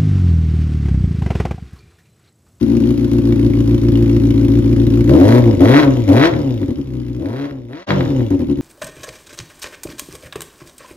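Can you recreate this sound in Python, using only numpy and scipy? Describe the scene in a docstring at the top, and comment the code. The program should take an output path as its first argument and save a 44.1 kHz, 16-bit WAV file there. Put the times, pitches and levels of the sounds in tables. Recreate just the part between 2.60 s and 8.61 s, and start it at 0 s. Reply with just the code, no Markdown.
"""A four-cylinder motorcycle idles close by, its lean cylinder often skipping, then the throttle is blipped.
Each firing is a click that rings pipe resonances; steep fronts and sharp pops and ticks ring the outlet.
Tones tied to the firing rate, flaring gas hiss and rattling valves join in, with echoes off walls and bikes.
The sound sinks to almost nothing once and returns at once; peaks beyond full scale are clipped."""
import sys
import numpy as np
from scipy import signal
from scipy.fft import rfft, irfft, next_fast_len
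from scipy.io import wavfile

SR = 44100
rng = np.random.default_rng(int(sys.argv[2]) if len(sys.argv) > 2 else 0)


def decibels_to_gain(level_db):
    """Convert a level in decibels to a linear amplitude gain (20 dB per decade)."""
    exponent = np.asarray(level_db, float) / 20
    return 10 ** exponent


def to_wav(sig):
    """Store sig (one row per channel, or 1-D mono) as 16-bit WAV at the path in sys.argv[1].

    Samples outside -1..1 are clipped; the rate is SR.
    """
    pcm = np.clip(np.atleast_2d(sig), -1, 1) * 32767
    pcm = np.round(pcm).astype(np.int16)
    wavfile.write(sys.argv[1], SR, pcm.T)  # frames by channels


N = 265041
TIME_S = np.arange(0, N / SR + .002, .001)  # time grid of the controls
ARRIVE_S = 1  # the microphone has walked up to the outlet

# throttle blips: opens_s, time_to_open_s, shuts_s, time_to_shut_s, opening (0-1)
BLIPS = [(2.459, 0.069, 2.78, 0.032, 0.84), (2.999, .008, 3.236, 0.024, 0.91),
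         (3.466, 0.031, 3.667, 0.036, 0.86), (4.574, 0.054, 4.89, 0.032, 0.78),
         (5.075, 0.031, 5.25, 0.077, 0.82)]
# firing rate at idle, then from each opening of the throttle to the next: time_s, rate_hz
SPEED = [
    [(0.0, 56.77), (0.3, 58.02), (0.6, 57.31), (0.9, 56.72), (1.2, 57.32), (1.5, 57.16), (1.8, 56.26),
     (2.1, 57.41), (2.42, 57.16)],
    [(2.46, 57.7), (2.54, 72.7), (2.7, 114.2), (2.74, 121.6), (2.78, 124.1), (2.9, 110.1), (2.99, 85.7)],
    [(3.005, 85), (3.11, 129.6), (3.15, 142.9), (3.2, 154.5), (3.26, 136.5), (3.4, 117.6), (3.5, 91.0)],
    [(3.51, 94.2), (3.64, 159.8), (3.67, 169.9), (3.69, 172.4), (3.85, 136.6), (4.05, 89.4), (4.2, 69.4),
     (4.3, 63.2), (4.57, 59.9)],
    [(4.65, 91.8), (4.7, 112.9), (4.75, 128.7), (4.8, 141.0), (4.87, 145.0), (5.05, 116.4)],
    [(5.1, 121), (5.2, 181.7), (5.26, 201.5), (5.34, 192.8), (5.42, 172.4), (5.52, 136.1), (5.59, 125.0),
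     (5.7, 97.7), (5.86, 73.1), (6.01, 63.5)],
]


def evened(x):
    """Brings a signal to an rms of one."""
    return x / np.sqrt(np.mean(x ** 2) + 1e-20)


def read(points, hz):
    """Reads a curve of (Hz, value) points on a logarithmic frequency axis."""
    f, value = np.transpose(points)
    return np.interp(np.log(hz + 1), np.log(f + 1), value)


def colour(x, gain):
    """Applies a gain that is a function of frequency."""
    size = next_fast_len(N + 4096)
    return irfft(rfft(x, size) * gain(np.fft.rfftfreq(size, 1 / SR)), size)[..., :N]


def every_sample(values):
    """Draws a curve on the control grid out to every sample."""
    return np.interp(np.arange(N) / SR, TIME_S, values)


def throttle():
    """Opening 0-1 on the control grid."""
    opens, open_s, shuts, shut_s, share = np.transpose(BLIPS)[:, :, None]
    opening = np.clip((TIME_S - opens) / open_s, 0, 1)
    closing = np.clip(1 - (TIME_S - shuts) / shut_s, 0, 1)
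    return (share * opening * closing).sum(0)


def firing_rate():
    """Firings a second at every sample."""
    return np.interp(np.arange(N) / SR, *np.transpose(sum(SPEED, [])))


def octaves():
    """Engine speed above idle, in octaves on the control grid."""
    idle_hz = 57.2
    rate = np.interp(TIME_S, *np.transpose(sum(SPEED, [])))
    return np.maximum(np.log2(rate / idle_hz), 0)


def stumble_db():
    """Change of burn strength around misfires and in short stronger or weaker stretches, on the control grid."""
    # weak or skipped firings: quietest_s, depth_db, length_ms (a third of it is the 1/e half width of the dip)
    misfires = [(0.371, -12, 24), (0.507, -13, 21.5), (0.621, -19.5, 24), (0.934, -9.5, 32),
                (1.071, -3, 67), (1.214, -17, 29), (2.26, -9.5, 25), (2.93, -8, 8.7), (2.973, -19.5, 35),
                (3.23, -27, 25), (3.344, -4, 88), (3.422, -7, 112), (3.469, -6.5, 24), (3.726, -18.5, 30),
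                (3.988, -3, 98), (4.07, -34, 38), (4.152, -29, 59), (4.24, -14, 80), (4.306, -5.5, 39),
                (4.443, -22, 17), (4.542, -14.5, 8.8), (4.887, -15.5, 19), (5.07, 0, 91), (5.647, -7, 39),
                (5.703, -20, 21), (5.781, -32.5, 39), (5.866, -12, 49), (5.962, -20, 57)]
    # short stretches of stronger or weaker burns: start_s, length_s, level_db
    stretches = [(0.188, .012, 7), (2.846, 0.075, 3), (3.247, 0.038, 1.5), (3.369, 0.031, 6),
                 (3.717, 0.0086, 2), (4.007, 0.041, 4.5), (4.083, 0.048, 5.5), (4.176, 0.031, 4.5),
                 (4.878, 0.012, -7), (5.608, 0.032, 3), (5.704, .045, 5), (5.779, 0.065, 4.5),
                 (5.884, 0.057, 5.5), (5.962, 0.022, 6)]
    edge_s = 0.0031
    silence_lags = .015  # s from the missing firing to the deepest quiet
    when, depth_db, ms = np.transpose(misfires)[:, :, None]
    dips = np.exp(-((TIME_S + silence_lags - when) / (0.00033 * ms)) ** 2)
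    start, length, db = np.transpose(stretches)[:, :, None]
    inside_s = np.minimum(TIME_S - start, start + length - TIME_S)
    inside = np.clip(inside_s / edge_s + 1, 0, 1)
    return (depth_db * dips).sum(0) + (db * inside).sum(0)


def control(layer):
    """Level of one layer in dB at every sample, following throttle, speed, burn and the approaching microphone."""
    # layer: idle_db, open_throttle_db, open_db_per_octave, coasting_db_per_octave,
    # extra share of the change in burn strength, away_db (while the microphone is away from the outlet)
    layers = {"bark": (-14.5, 3.5, -2, -2, 0.83, -1.3), "boom": (-15, 5.5, -5.5, -2, -0.27, -8),
              "upper": (-33.5, 13.5, 1.5, 6, 0.5, -1.5), "crack": (-53, 7, 22.5, 8.5, 0, -13),
              "hiss": (-45.5, 5.5, 2.5, -3.5, -0.05, -0.5), "rasp": (-56, 22, 11, 14, 2.12, -11),
              "side": (-33.5, 0, -4, -7.5, 2.4, 13.5)}
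    idle_db, open_db, pull_db, coast_db, share, away_db = layers[layer]
    gas = throttle()
    db = idle_db + gas * (open_db + pull_db * octaves())
    db += (1 - gas) * coast_db * octaves()
    db += share * stumble_db()
    db += away_db * np.clip(1 - TIME_S / ARRIVE_S, 0, 1)
    return every_sample(db)


def firings():
    """Sample index, strength in dB and gas puff in dB of every firing, uneven from burn to burn."""
    # each cylinder: strength_db, puff_db, lateness as a share of the gap
    cylinders = np.array([(2.24, 4.5, 0.0074), (3.5, 8, 0.03), (4.5, 2, -0.02), (0.3, 2, 0.025)])
    # the idle lopes over two cycles, the lean cylinder failing in every second one: level_db of eight firings
    lope_db = np.array([0.2, -2.55, -1.7, 2, 2, -17.5, -2.5, 1.2])
    # the crank slows after the failed burn and gathers speed: lateness of eight firings as a share of the gap
    lope_late = np.array([0.063, 0.061, 0.058, 0.028, 0.016, 0.011, 0.041, 0.047])
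    lope_spread = 0.35  # share by which each step of the lope varies
    idle_spread_db, open_spread_db, coast_spread_db = 0.7, 1.0, 1.3  # the last per octave of speed
    starve_db = 10  # lost by the lean cylinder per octave of coasting speed

    turns = 2.45 + np.cumsum(firing_rate()) / SR
    due = np.flatnonzero(np.diff(np.floor(turns))) + 1
    s = due / SR
    chance = np.clip(rng.standard_normal((1200, 4)), -2, 2)[:len(due)]
    number = turns[due].astype(int)
    cylinder = number % len(cylinders)
    db, puff_db, late = cylinders[cylinder].T

    shut = np.clip(1.3 - 2 * throttle(), 0, 1)
    coasting = idle_spread_db + coast_spread_db * octaves()
    uneven = np.interp(s, TIME_S, shut * coasting + (1 - shut) * open_spread_db)
    db += uneven * chance[:, 0]
    lean = cylinder == 1
    db -= starve_db * lean * np.interp(s, TIME_S, shut * octaves())  # coasting starves one cylinder first
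    idling = s < BLIPS[0][0]
    db += lope_db[number % len(lope_db)] * idling * (1 + lope_spread * chance[:, 3])
    db += np.interp(s, TIME_S, stumble_db())

    late += lope_late[number % len(lope_late)] * idling
    late += .012 * uneven * chance[:, 1]  # an uneven burn peaks early or late
    delay = (late * SR / firing_rate()[due]).astype(int)
    at = np.clip(due + delay, 0, N - 1)
    puff_db += 2.0 * chance[:, 2]
    return at, db, 1.56 * db + puff_db


def train(at, db):
    """One click a firing, of the same power at any speed."""
    clicks = np.zeros(N)
    clicks[at] = decibels_to_gain(db) * np.sqrt(SR / firing_rate()[at])
    return clicks


def ring(modes, spread=0.0042):
    """Answer to one pressure pulse: each resonance swells and dies, each next one spread seconds later."""
    t = np.maximum(np.arange(4096) / SR - spread * np.arange(len(modes))[:, None], 0)
    hz, width, db = np.transpose(modes)[:, :, None]
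    swell = width ** 2 * t * np.exp(-1.6 * np.pi * width * t)
    return (decibels_to_gain(db) * swell * np.sin(2 * np.pi * hz * t)).sum(0)


def exhaust(at, db):
    """Every firing rings five groups of pipe resonances, and the collector swallows two narrow bands."""
    # pipe resonances, all: pitch_hz, width_hz, level_db
    bark, boom, upper = [(221.5, 36.7, 1.5), (280.7, 39.1, 11.5), (346.2, 29.2, 0.5)], [(58.8, 26, 4), (116.4, 48, 7)], [(415, 29, -1.5), (464, 40, -5.5), (529, 43, 4),
                                                     (578, 19.8, -4), (780, 204, -16), (1040, 63, -33)]
    # lowest bark resonance, stronger beside the bike than at the outlet: pitch_hz, width_hz, level_db
    side_tone = [(229.7, 23, 0)]
    # pipe resonances that mainly a hard burn wakes: pitch_hz, width_hz, level_db
    rasp = [(663, 49, 2.5), (966, 80, -7)]
    # frequencies that the collector swallows: pitch_hz, half_width_hz, level_db
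    hollows = [(163.4, 8.9, -4), (440, 22, -1)]
    groups = [("bark", ring(bark, 0.003284)), ("boom", ring(boom, 0.0027)), ("upper", ring(upper, 0.001443)),
              ("side", ring(side_tone)), ("rasp", ring(rasp))]
    back = round(.0085 * SR)  # samples until the pulse returns from the far end of the pipe
    out = np.zeros(N)
    for layer, answer in groups:
        clicks = train(at, db + control(layer)[at])
        clicks[back:] += decibels_to_gain(-10.5) * clicks[:-back]
        out += signal.oaconvolve(clicks, answer / np.linalg.norm(answer))[:N]

    def swallowed(hz):
        return decibels_to_gain(sum(dip_db / (1 + ((hz - at_hz) / width) ** 2) for at_hz, width, dip_db in hollows))

    return colour(out, swallowed)


def crack(at, db):
    """The steep front of each firing, and each pop or tick with its short rattle, rings can and outlet."""
    # can and outlet resonances: pitch_hz, width_hz, level_db
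    outlet = [(1446, 980, 6.5), (1620, 530, -10), (1997, 130, 3), (2258, 155, 6), (3300, 150, -1),
              (3880, 184, 1), (5200, 220, -17), (12100, 1400, -28.5)]
    # sharp pops, ticks and hard firing onsets: time_s, relative level_db
    pop_table = [(0.7246, -21.5), (2.4947, -13.5), (2.803, -26), (2.911, -23), (3.0111, -29), (3.034, -19),
                 (3.056, -6), (3.1384, -1), (3.1442, -1), (3.1582, -13), (3.166, -6.5), (3.179, -5),
                 (3.185, -9), (3.1917, -5), (3.1972, -11), (3.244, -16), (3.3672, -23), (3.482, -23),
                 (3.5811, -2.5), (3.501, -27.5), (3.603, -5), (3.613, -1), (3.628, 0.5), (3.637, 2),
                 (3.654, -3), (3.737, -11.5), (4.0307, -15), (4.0856, -28), (4.178, -34), (4.4463, -26),
                 (4.5467, -21), (4.6577, -7), (4.759, -19), (4.8442, -4), (4.9098, -6), (5.1325, -2),
                 (5.3055, 2.5), (5.3194, -8), (5.408, -6), (5.459, -15.5), (5.6067, -17), (5.717, -19),
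                 (5.798, -32.5), (5.901, -28)]
    snap_db = -23  # wide snap of a pop against its ring
    answer = ring(outlet, .0001)
    scatter_db = 2.0 * np.clip(rng.standard_normal(1200), -2, 2)[:len(at)]
    fronts = train(at, db + control("crack")[at] - 4.0 + scatter_db)

    s, pop_db = np.transpose(pop_table)
    pops = np.zeros(N)
    pops[(s * SR).astype(int)] = decibels_to_gain(pop_db)
    rattle = np.exp(-np.arange(600) / SR / 0.00091) * rng.standard_normal(600)
    rattle[0] = 43.0  # the hard first edge
    pops = signal.oaconvolve(pops, rattle)[:N] / np.linalg.norm(rattle)
    treble = signal.butter(2, 4000, "high", fs=SR, output="sos")
    snap = decibels_to_gain(snap_db) * signal.sosfilt(treble, pops)
    struck = fronts / np.linalg.norm(answer) + pops / abs(answer).max()
    return signal.oaconvolve(struck, answer)[:N] + snap


def howl():
    """With the throttle open the burns run even: multiples of the firing rate sing as clean gliding tones."""
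    # hot pipe under load: pitch_hz, level_db
    pipe_curve = [(170, -41), (220, -18.5), (265, -11.5), (310, -10), (350, -10.5), (400, -20.5),
                  (460, -25), (540, -19.5), (650, -24), (720, -34.5), (950, -33.5), (1300, -46)]
    order, rate = np.arange(2, 10)[:, None], firing_rate()
    load = every_sample(throttle() * decibels_to_gain(stumble_db().clip(-20, 3)))
    phase = order * (2 * np.pi * np.cumsum(rate) / SR + order)
    return load * (decibels_to_gain(read(pipe_curve, order * rate)) * np.sqrt(2) * np.sin(phase)).sum(0)


def drone():
    """The firing rate itself as a sine tone, growing with speed and softer with the throttle open."""
    # tone when coasting: firing_hz, level_db
    coasting_curve = [(57, -48), (110, -39.5), (140, -31.5), (170, -22.5), (200, -14)]
    open_db = -3.5
    level_db = read(coasting_curve, firing_rate())
    level_db = level_db + every_sample(stumble_db().clip(-15, 3) + open_db * throttle())
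    return decibels_to_gain(level_db) * np.sqrt(2) * np.sin(2 * np.pi * np.cumsum(firing_rate()) / SR)


def undertone():
    """Three burns where four are due: a tone at 3/4 of the firing rate once the throttle is shut."""
    # tone while one cylinder starves: firing_hz, level_db
    starving_curve = [(120, -48), (140, -24), (165, -18.5), (200, -16)]
    shut = every_sample(np.clip(1 - 2 * throttle(), 0, 1) * decibels_to_gain(stumble_db().clip(-15, 3)))
    tone = np.sqrt(2) * np.sin(3 * np.pi / 2 * np.cumsum(firing_rate()) / SR)
    return shut * decibels_to_gain(read(starving_curve, firing_rate())) * tone


def jet(at, puff_db):
    """Wide hiss that flares for some milliseconds at each firing: one shared part, one part for each port."""
    # colour of gas jet and valve gear: pitch_hz, relative level_db per Hz
    hiss_curve = [(410, -40), (700, -5.5), (806, -6.5), (859, -18), (915, -1.5), (1630, -6), (2890, -9),
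                  (4460, -11), (6470, -16), (8140, -27.5), (9020, -19), (12100, -21), (14800, -28.5)]
    rush_from, rush_db = 1.05, 27.5  # octaves above idle where the jet tears; dB per further octave, open
    rush_coast = 0.51  # share of these dB left with the throttle shut
    rush_top_hz = 5900  # low-pass corner of the tearing
    t = np.arange(1500) / SR
    puff = (1 - np.exp(-t / .0003)) * np.exp(-t / .005)
    flare = signal.oaconvolve(train(at, puff_db), puff)[:N]
    noise = rng.standard_normal((3, N)) * (0.76 + evened(flare))
    hiss = evened(colour(noise, lambda hz: decibels_to_gain(read(hiss_curve, hz))))
    gas = throttle()
    tear_db = rush_db * (gas + rush_coast * (1 - gas)) * np.maximum(octaves() - rush_from, 0)
    torn = signal.sosfilt(signal.butter(2, rush_top_hz, fs=SR, output="sos"), hiss)
    return decibels_to_gain(control("hiss")) * (hiss + (decibels_to_gain(every_sample(tear_db)) - 1) * torn)


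def valves(at):
    """A valve seats at each firing with a short rattle whose colour changes from tick to tick."""
    # head and covers rattling: pitch_hz, width_hz, level_db
    rattle_bands = [(2157, 440, -6.5), (2970, 530, -5.5), (3655, 550, -5.5), (5130, 990, -8.5),
                    (6560, 1360, -12), (11800, 3500, -17)]
    # tick of each cylinder: level_db
    tick_db = np.array([-33, -45, -37.5, -42.5])
    decay_s, spread_db = 0.0048, 3.5  # the spread is that of each band
    away_db = -6.5  # while the microphone is still away from the tail
    first = 3  # number of the first firing
    db = tick_db[(first + np.arange(len(at))) % len(tick_db)]
    db = db + away_db * np.clip(1 - at / SR / ARRIVE_S, 0, 1)
    chance = np.clip(rng.standard_normal((1200, len(rattle_bands))), -2, 2)[:len(at)]
    fall = np.exp(-np.arange(1500) / SR / decay_s)
    out = np.zeros(N)
    for k, (hz, width, band_db) in enumerate(rattle_bands):
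        ticks = np.zeros(N)
        ticks[at] = decibels_to_gain(db + band_db + spread_db * chance[:, k])
        band = signal.butter(2, [hz - width / 2, hz + width / 2], "band", fs=SR, output="sos")
        rattle = evened(signal.sosfilt(band, rng.standard_normal(N)))
        out += rattle * signal.oaconvolve(ticks, fall)[:N]
    return out


def yard(x):
    """Sparse echoes of random sign off walls and bikes, each band dying at its own speed."""
    # echo decay: pitch_hz, t60_s
    decay_curve = [(100, 0.26), (400, 0.81), (2000, 0.33), (8000, 0.18)]
    taps = np.zeros((2, SR // 2))
    start = np.arange(200, SR // 2 - 22, 22)
    place = start + rng.integers(0, 22, (2, len(start)))
    sign = rng.choice([-1., 1.], (2, len(start)))
    np.put_along_axis(taps, place, sign, 1)
    hz, t, z = signal.stft(taps, SR, nperseg=512)
    tail = signal.istft(z * decibels_to_gain(-60 * t / read(decay_curve, hz)[:, None]), SR, nperseg=512)[1]
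    # long waves reach both ports alike, so the echoes leave them out
    tail = signal.sosfilt(signal.butter(2, 170, "high", fs=SR, output="sos"), tail)
    return signal.oaconvolve(x[None], tail / np.linalg.norm(tail[0]), axes=1)[:, :N]


def two_ports(pipe, side):
    """Direct sound at the two microphone ports, which differ in level and phase except in the bass."""
    # phase between the ports: pitch_hz, left_leads_rad
    lead = [(150, 0.11), (300, 0.095), (600, 1.26), (1200, 1.6), (2500, 1.46), (5000, 1.96), (9000, 1.9),
            (14000, 0.2)]
    # level between the ports: pitch_hz, left_minus_right_db
    balance = [(60, -2), (130, 1), (280, 4.5), (500, -3), (1000, 2), (2000, -1), (4000, 3.5), (8000, -0.5),
               (14000, -2.5)]

    def turn(hz):
        short_waves = 1 / (1 + (130 / (hz + 1)) ** 4)  # the bass is the same at both ports
        return (decibels_to_gain(read(balance, hz)) * np.exp(1j * read(lead, hz))) ** (side * short_waves)

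    return colour(pipe[None], turn)


def walk_round(ports, side):
    """Pans all but the bass as the microphone walks round the tail."""
    # position: time_s, left_minus_right_db
    pan = [(0.0, 4.5), (0.57, 1.5), (0.82, 1), (1.79, 0.5), (2.26, 2), (2.66, 1.5), (5.72, 0.5), (6.01, 1)]
    bass = signal.sosfilt(signal.butter(1, 110, fs=SR, output="sos"), ports)
    pan_db = np.interp(np.arange(N) / SR, *np.transpose(pan))
    return bass + (ports - bass) * decibels_to_gain(side * pan_db)


def scene():
    """Sums the engine at the two ports, adds echoes and port hiss, then pans and fades the whole."""
    # the whole sound fades away and returns: time_s, level_db
    fade = [(3.5, -1.5), (4.3, -12), (4.85, -17.5), (5.15, -24), (5.23, -32), (5.263, -60), (5.273, -21.5),
            (5.29, -10.5), (5.31, -3), (5.6, -5.5), (6.0, -12)]
    side = np.array([[.5], [-.5]])  # left, right
    at, db, puff_db = firings()
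    hiss = jet(at, puff_db)
    pipe = exhaust(at, db) + drone() + howl() + undertone()
    pipe += crack(at, db) + valves(at) + decibels_to_gain(6.5) * hiss[0]
    ports = two_ports(pipe, side) + decibels_to_gain(-10) * yard(pipe) + decibels_to_gain(-8.0) * hiss[1:]
    fade_db = np.interp(np.arange(N) / SR, *np.transpose(fade))
    return walk_round(ports, side) * decibels_to_gain(fade_db)


def roll_off(x):
    """The treble ends steeply here."""
    return signal.sosfilt(signal.butter(12, 14990, fs=SR, output="sos"), x)


def record(dry):
    """The microphone drops the deepest bass; the input overloads at full scale."""
    capsule = signal.sosfilt(signal.butter(3, 36, "high", fs=SR, output="sos"), dry)
    mix = np.clip(capsule, -1, 1)
    return roll_off(mix)


dry = scene()
out = record(dry)
to_wav(out)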